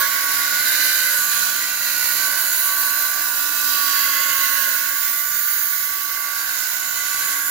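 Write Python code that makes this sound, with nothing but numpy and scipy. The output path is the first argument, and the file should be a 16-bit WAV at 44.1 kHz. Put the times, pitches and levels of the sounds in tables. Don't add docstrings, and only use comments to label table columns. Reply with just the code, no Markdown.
import sys
import numpy as np
from scipy import signal
from scipy.fft import rfft, irfft
from scipy.io import wavfile
from scipy.ndimage import uniform_filter1d, map_coordinates

SR = 44100
rng = np.random.default_rng(int(sys.argv[2]) if len(sys.argv) > 2 else 0)


def wav_out(sig):
    wavfile.write(sys.argv[1], SR, np.round(np.clip(np.atleast_2d(sig).T, -1, 1) * 32767).astype(np.int16))


N = 330750
TIME, HZ = np.arange(N) / SR, np.maximum(np.arange(N // 2 + 1) * SR / N, 1)
TEETH, GEAR_RATIO = 18, 14 / 3


# multiple of the blade speed, level in dB against the chip noise.
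UNEVEN_TEETH = [(22, -29), (23, -30.5), (24, -30.5), (26, -29)]
# frequency in Hz, relative gain in dB.
PLATE_COLOUR = [(800, -40), (1200, -10), (1500, -38), (2100, -32)]
# frequency in Hz, bandwidth in Hz, relative gain in dB.
PLATE_MODES = [(1464.6, 59, 9), (1537, 130, -1.5), (1667, 380, -0.5)]

def knock(turns):
    force = chips(turns, memory=31, repeat=0.48, wobble_db=0.1, tooth_db=4.5)
    force[0] += tones(turns + .003 * drift(12), UNEVEN_TEETH, waver_db=3, waver_rate=5)
    plate = body(force, PLATE_COLOUR, PLATE_MODES, modes_db=20, wander_db=2, wander_rate=1.2)
    plate = evened(band(plate, 1405, 1780) + from_db(-18) * plate)
    plate[0] += squeals(turns)
    return evened(plate)


# start and end in seconds, multiple of the blade speed,
# level in dB against the knock.
SQUEALS = [(0.0, 0.06, 27, -2), (0.15, 1.18, 24, -3), (0.5, 1.25, 23, -2), (1.29, 2.16, 23, 2),
           (1.6, 2.14, 30, -6), (1.93, 2.12, 43, -9), (2.19, 2.43, 24, 4), (2.45, 3.85, 23, -2),
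           (2.45, 3.1, 24, -4), (3.3, 3.7, 22, -2), (4.1, 4.82, 27, -6), (4.11, 4.76, 24, -1),
           (5.88, 6.45, 23, -4), (6.57, 6.92, 24, 0), (6.98, 7.35, 23, -5)]
SQUEAL_WAVER_DB, SQUEAL_JITTER_CYCLES, SQUEAL_FADE_S = 2.5, 0.11, 0.066

def squeals(turns):
    out = np.zeros(N)
    for start, end, multiple, db in SQUEALS:
        held = np.clip(np.minimum(TIME - start, end - TIME) / SQUEAL_FADE_S + .5, 0, 1)
        cycles = multiple * turns + rng.random() + SQUEAL_JITTER_CYCLES * drift(18)
        gain = held * from_db(db + SQUEAL_WAVER_DB * drift(3.9))
        out += gain * np.sqrt(2) * np.cos(2 * np.pi * cycles)
    return out


# start and end in seconds, nominal depth in dB.
THROB = (5.5, 6.4, 3.8)

def throb(turns):
    start, end, depth_db = THROB
    held = np.clip(np.minimum(TIME - start, end - TIME) / .1, 0, 1)
    catching = np.cos(np.pi * turns + 1.5 * drift(10)) + .4 * drift(20)
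    gain = from_db(depth_db * held * catching)
    return evened(gain[None])[0]


# time in seconds, level in dB.
WHINE_LEVEL = [(0.0, -23.5), (0.1, -29.5), (0.45, -31.5), (0.68, -41), (1.12, -46), (1.25, -31.5),
               (1.98, -46.5), (2.26, -32.5), (2.57, -45), (2.69, -30), (3.55, -37), (3.82, -28),
               (4.58, -30.5), (4.7, -35.5), (5.7, -37.5), (6.28, -33), (6.66, -46), (7.14, -34), (7.5, -38)]

def whine(turns):
    whine_db, = in_time(WHINE_LEVEL)
    return from_db(whine_db) * tones(TEETH * turns, [(1, 0)], waver_db=1.8, waver_rate=74)


# multiple of the tooth rate, relative level in dB.
WHINE_OVERTONES = [(2, -23), (4, -22), (6, -23)]

def whine_overtones(turns):
    return tones(TEETH * turns, WHINE_OVERTONES, waver_db=-1.0, waver_rate=10)


# frequency in Hz, relative gain in dB.
FIBRE_COLOUR = [(1500, -9), (1900, 0), (2450, -5), (3450, -5.5), (4500, -2.5), (5450, -4), (8750, -4.5),
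                (9500, -5), (11000, -36)]
# frequency in Hz, bandwidth in Hz, relative gain in dB.
GUARD_HIGH_MODES = [(2700, 90, -12), (2950, 34, -7), (4620, 240, -11), (6070, 45, -7)]

def rasp(turns):
    flicker = from_db(0.65 * drift(14.3))
    force = chips(turns, memory=14, repeat=.42, wobble_db=.55, tooth_db=2)
    tearing = body(force, FIBRE_COLOUR, GUARD_HIGH_MODES, modes_db=1.0, wander_db=1.2, wander_rate=4.2)
    return flicker * evened(band(tearing, 1270, 8570))


# frequency in Hz, relative gain in dB.
SIZZLE_COLOUR = [(8000, -27), (9500, -6), (10500, 0), (13200, -1), (14250, -3.5), (15800, -7.5)]
# frequency in Hz, bandwidth in Hz, relative gain in dB.
BLADE_HIGH_MODES = [(11820, 180, 1.5), (13170, 290, 2), (13600, 200, 1), (15060, 350, 3.5), (15270, 130, 4)]
# time in seconds, relative levels of the lower and upper band in dB.
SIZZLE_LEVEL = [(0.0, -27, -22), (0.08, -28.5, -26.5), (1.2, -24.5, -28), (1.67, -30, -31),
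                (2.53, -25, -26), (2.8, -27, -25.5), (3.2, -30, -28), (4.25, -26, -26.5),
                (4.85, -30.5, -28), (5.5, -30, -24), (5.97, -31, -28.5), (6.1, -32.5, -29.5),
                (7.31, -29, -32.5)]
SIZZLE_SPLIT_HZ, SIZZLE_GAIN_DB = 13200, 2.5

def sizzle(turns):
    force = chips(turns, memory=6, repeat=0.25, wobble_db=0.8, tooth_db=1.5)
    steel = body(force, SIZZLE_COLOUR, BLADE_HIGH_MODES, modes_db=-8, wander_db=2.6, wander_rate=1.8)
    spectrum = rfft(steel)
    upper_share = .5 + .5 * np.tanh((HZ - SIZZLE_SPLIT_HZ) / 500)
    lower = evened(irfft(spectrum * (1 - upper_share), N))
    upper = evened(irfft(spectrum * upper_share, N))
    lower_db, upper_db = in_time(SIZZLE_LEVEL)
    return from_db(SIZZLE_GAIN_DB) * (from_db(lower_db) * lower + from_db(upper_db) * upper)


# frequency in Hz, bandwidth in Hz, relative gain in dB.
BLADE_MAIN_MODES = [(4017, 340, 1.5), (4685, 420, -3)]

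def blade_ring(turns):
    return resonance(turns, BLADE_MAIN_MODES)


# frequency in Hz, bandwidth in Hz, relative gain in dB.
HISS_BANDS = [(6630, 90, -6), (6965, 170, -4), (6950, 800, 0)]
# time in seconds, level in dB.
HISS_LEVEL = [(0, -39), (1.2, -31.5), (1.8, -36.5), (2.5, -33), (4.4, -35), (5.3, -38.5), (6.1, -40),
              (7.0, -33)]

def hiss(turns):
    hiss_db, = in_time(HISS_LEVEL)
    return from_db(hiss_db) * resonance(turns, HISS_BANDS)


# time of the peak in seconds, half length in seconds, peak level in dB.
RUBS = [(1.17, 0.12, -35), (2.2, 0.2, -37), (2.52, 0.041, -30.5), (4.28, 0.15, -32.5), (7.0, 0.076, -34)]
# frequency in Hz, bandwidth in Hz, relative gain in dB.
RUB_MODES = [(4400, 1100, -7), (7000, 1100, -3)]

def rubs(turns):
    contact = sum(from_db(db) * np.exp(-((TIME - peak_s) / half_s) ** 2) for peak_s, half_s, db in RUBS)
    return contact * resonance(turns, RUB_MODES)


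# frequency in Hz, bandwidth in Hz, relative gain in dB.
GUARD_MAIN_MODE = [(2027, 77, 0)]
# time in seconds, level in dB.
GUARD_LEVEL = [(0.17, -32), (0.3, -38), (1.1, -36), (1.55, -44), (3.3, -40), (4.25, -35), (4.5, -37),
               (5.1, -39.5), (5.35, -38), (5.9, -38.5), (6.1, -42), (6.4, -38)]

def guard_ring(turns):
    guard_db, = in_time(GUARD_LEVEL)
    return from_db(guard_db + 1.4 * drift(12)) * resonance(turns, GUARD_MAIN_MODE)


# multiple of the blade speed, relative level in dB.
RUNOUT = [(10, -18), (11, -15.5), (12, -14), (13, -16), (15, -8), (16, -7.5)]
# time in seconds, relative level in dB.
GROWL_LEVEL = [(0, -41), (0.7, -40.5), (1.8, -44), (2.85, -39.5), (3.6, -41.5), (4.1, -49), (5.8, -52),
               (6.5, -42.5), (7.5, -46)]

def growl(turns):
    growl_db, = in_time(GROWL_LEVEL)
    return from_db(growl_db) * tones(turns, RUNOUT, waver_db=3, waver_rate=9.1)


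# frequency in Hz, relative gain in dB.
WOOD_COLOUR = [(30, -20), (60, -6), (460, -5.5), (720, 0), (860, -3.5), (1020, 9), (1300, 10)]

def drone(turns):
    force = chips(turns, memory=15, repeat=.3, wobble_db=1, tooth_db=1)
    force[0] += tones(turns, [(2, -26), (3, -28.5), (6, -29)], waver_db=3, waver_rate=5)
    return evened(band(coloured(force, WOOD_COLOUR), 12, 1170))


# frequency in Hz, bandwidth in Hz, relative gain in dB.
PANEL_MODE = [(560.4, 42, -1)]

def panel_ring(turns):
    return resonance(turns, PANEL_MODE)


# multiple of the motor speed, relative level in dB.
MOTOR_ORDERS = [(1, -1), (2, -23), (9, -26)]
# time in seconds, relative level in dB.
HUM_LEVEL = [(0.0, -55), (0.3, -49), (1.3, -56), (1.65, -53), (3.2, -53.5), (3.65, -49), (5.3, -58),
             (7.1, -59), (7.35, -51)]

def motor_hum(turns):
    hum_db, = in_time(HUM_LEVEL)
    return from_db(hum_db) * tones(GEAR_RATIO * turns, MOTOR_ORDERS, waver_db=1.5, waver_rate=11)


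def reflections(x, echo_db, t60, count, size=3000):
    out = x
    for centre in np.linspace(0, N / SR, count):
        echoes = rng.standard_normal((2, size)) * from_db(-60 * TIME[:size] / t60)
        echoes /= np.linalg.norm(echoes, axis=1, keepdims=True)
        nearness = np.sqrt(np.maximum(1 - abs(TIME - centre) * (count - 1) * SR / N, 0))
        out = out + from_db(echo_db) * signal.oaconvolve(x * nearness, echoes, axes=1)[:, :N]
    return out / np.sqrt(1 + from_db(echo_db) ** 2)


# frequency in Hz, squared coherence (held within 0.01-0.99 in use).
EAR_COHERENCE = [(60, 0.2), (1200, 0), (2400, .5), (5000, -0.3), (15000, -0.5)]
# frequency in Hz, left minus right in dB.
EAR_BALANCE = [(60, -4.5), (1150, -4), (1600, -8), (2700, -4), (4200, -4), (6600, -11), (8600, -3.5),
               (10500, -2), (15000, -11)]
LEFT_LAG_S = .00005

def place(streams):
    direct, scattered = rfft(streams)
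    coherence = np.sqrt(np.clip(over_hz(EAR_COHERENCE), .01, .99))
    direct = direct * np.sqrt((1 + coherence) / 2)
    scattered = scattered * np.sqrt((1 - coherence) / 2)
    lean = from_db(over_hz(EAR_BALANCE) / 2)
    left = (direct + scattered) * lean * np.exp(-2j * np.pi * HZ * LEFT_LAG_S)
    right = (direct - scattered) / lean
    return irfft(np.array([left, right]), N)


def chips(turns, memory, repeat, wobble_db, tooth_db, size=700):
    keep = np.exp(-1 / memory)
    fresh = rng.standard_normal((2, 700, size))
    recurring = signal.lfilter([1], [1, -keep], fresh, axis=1)[:, 150:].reshape(2, -1)
    recurring = np.array([map_coordinates(stream, [turns * size], order=3) for stream in recurring])
    noise = np.sqrt(repeat) * rms_one(recurring) + np.sqrt(1 - repeat) * rng.standard_normal((2, N))
    pulse_db = wobble_db * np.cos(2 * np.pi * turns) + tooth_db * np.cos(2 * np.pi * TEETH * turns)
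    return rms_one(noise * from_db(pulse_db))


def tones(turns, orders, waver_db, waver_rate):
    return sum(np.sqrt(2) * from_db(db + waver_db * drift(waver_rate)) * np.cos(2 * np.pi * k * turns)
               for k, db in orders)


def body(force, colour, modes, modes_db, wander_db, wander_rate):
    out = coloured(force, colour)
    for hz, width, db in modes:
        radius = np.exp(-np.pi * width / SR)
        feedforward = np.array([1, 0, -1]) * (1 - radius ** 2) / 2
        feedback = [1, -2 * radius * np.cos(2 * np.pi * hz / SR), radius ** 2]
        ring = signal.lfilter(feedforward, feedback, force)
        out = out + ring * from_db(db + modes_db + wander_db * drift(wander_rate))
    return evened(out)


def resonance(turns, modes):
    force = chips(turns, memory=10, repeat=.45, wobble_db=.7, tooth_db=1)
    return evened(sum(from_db(db) * band(force, hz - width / 2, hz + width / 2, order=2)
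                      for hz, width, db in modes))


def coloured(x, colour):
    return irfft(rfft(x) * from_db(over_hz(colour)), N)


def band(x, low_hz, high_hz, order=3):
    return signal.sosfilt(signal.butter(order, [low_hz, high_hz], "band", fs=SR, output="sos"), x)


def drift(rate):
    pole = np.exp(-200 * np.pi * rate / SR)
    slow = signal.lfilter([1], [1, -2 * pole, pole ** 2], rng.standard_normal(N // 100 + 2002))[2000:]
    return np.interp(np.arange(N) / 100, np.arange(len(slow)), rms_one(slow))


def evened(x, size=5001):
    return x / np.sqrt(uniform_filter1d(x[0] ** 2, size) + 1e-12)


def rms_one(x):
    return x / np.sqrt(np.mean(x ** 2) + 1e-20)


def from_db(db):
    return 10 ** (np.asarray(db) / 20)


def in_time(rows):
    seconds, *columns = np.transpose(rows)
    return [np.interp(TIME, seconds, column) for column in columns]


def over_hz(points):
    hz, value = np.transpose(points)
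    return np.interp(np.log(HZ), np.log(hz), value)


LOAD_RESPONSE = { "drone": (-40.5, 0.65, 0.11), "panel": (-54, 1.7, 0.8), "rasp": (-28.5, 0.64, 0.041),
                 "blade": (-34.5, 1.3, -0.18)}
USUAL_DRIVE_DB, USUAL_TURNS_PER_S = -29, 63

def load_gain(part, drive_db, speed):
    usual_db, per_drive, per_slowing = LOAD_RESPONSE[part]
    slowing = USUAL_TURNS_PER_S - speed
    return from_db(usual_db + per_drive * (drive_db - USUAL_DRIVE_DB) + per_slowing * slowing)


# time in seconds, speed in turns per second.
BLADE_SPEED = [(0.0, 61.7), (0.11, 62.25), (0.18, 61.95), (0.27, 62.7), (0.34, 62.5), (0.52, 63.1),
               (0.74, 65.6), (1.05, 65.8), (1.2, 64.5), (1.42, 63.7), (1.65, 65.2), (2.34, 63.1),
               (2.6, 63.5), (2.71, 63.0), (2.78, 63.3), (2.88, 62.65), (2.99, 63.7), (3.61, 64.8),
               (3.89, 62.6), (4.13, 61.35), (4.55, 61.3), (4.72, 60.45), (4.97, 62.7), (5.5, 65.1),
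               (5.72, 63.5), (6.33, 63.2), (6.5, 62.3), (6.81, 62.3), (7.14, 63.9), (7.32, 62.1),
               (7.5, 62.8)]
# time in seconds, drive in dB.
BITE = [(0.0, -24.5), (0.3, -28), (0.82, -24), (1.7, -30.5), (2.2, -27), (2.5, -30.5), (3.2, -31),
        (4.22, -26), (4.9, -32.5), (6.2, -35.5), (6.5, -32.5), (7.3, -30.5), (7.5, -38)]
# time in seconds, level in dB.
KNOCK_LEVEL = [(0.03, -23), (0.08, -29.5), (0.2, -27), (0.42, -29), (0.5, -25.5), (1.18, -24.5),
               (1.25, -28), (1.57, -27.5), (1.7, -30.5), (2.05, -27.5), (2.17, -29), (2.28, -25),
               (2.55, -30), (2.88, -28), (3.3, -29.5), (3.95, -29), (4.2, -27.5), (4.68, -26),
               (5.15, -34.5), (5.35, -31.5), (5.85, -35), (6.3, -33), (6.48, -30), (6.93, -32.5),
               (7.05, -30.5)]
GRAIN_DB, GRAIN_HZ = 0.8, 5.7

def scene():
    speed, = in_time(BLADE_SPEED)
    turns = np.cumsum(speed * (1 + 0.002 * drift(13))) / SR
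    grain_db = GRAIN_DB * drift(GRAIN_HZ)
    bite_db = in_time(BITE)[0] + grain_db
    knock_db, = in_time(KNOCK_LEVEL)
    rasp_gain = load_gain("rasp", bite_db, speed)

    wood = from_db(knock_db) * knock(turns) * throb(turns)
    wood += load_gain("drone", bite_db, speed) * drone(turns)
    wood += load_gain("panel", knock_db, speed) * panel_ring(turns)
    wood[0] += growl(turns) + whine(turns) + motor_hum(turns)

    steel = from_db(grain_db) * sizzle(turns)
    steel += rasp_gain * rasp(turns) + guard_ring(turns)
    steel += load_gain("blade", bite_db, speed) * blade_ring(turns)
    steel += hiss(turns) + rubs(turns)
    steel[0] += rasp_gain * from_db(5.0) * whine_overtones(turns)
    return place(wood) + reflections(place(steel), echo_db=-1.0, t60=0.076, count=20)


CUTOFF_HZ = 15780

def record(dry):
    return signal.sosfilt(signal.ellip(12, .1, 80, CUTOFF_HZ, fs=SR, output="sos"), dry)


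dry = scene()
out = record(dry)
wav_out(out)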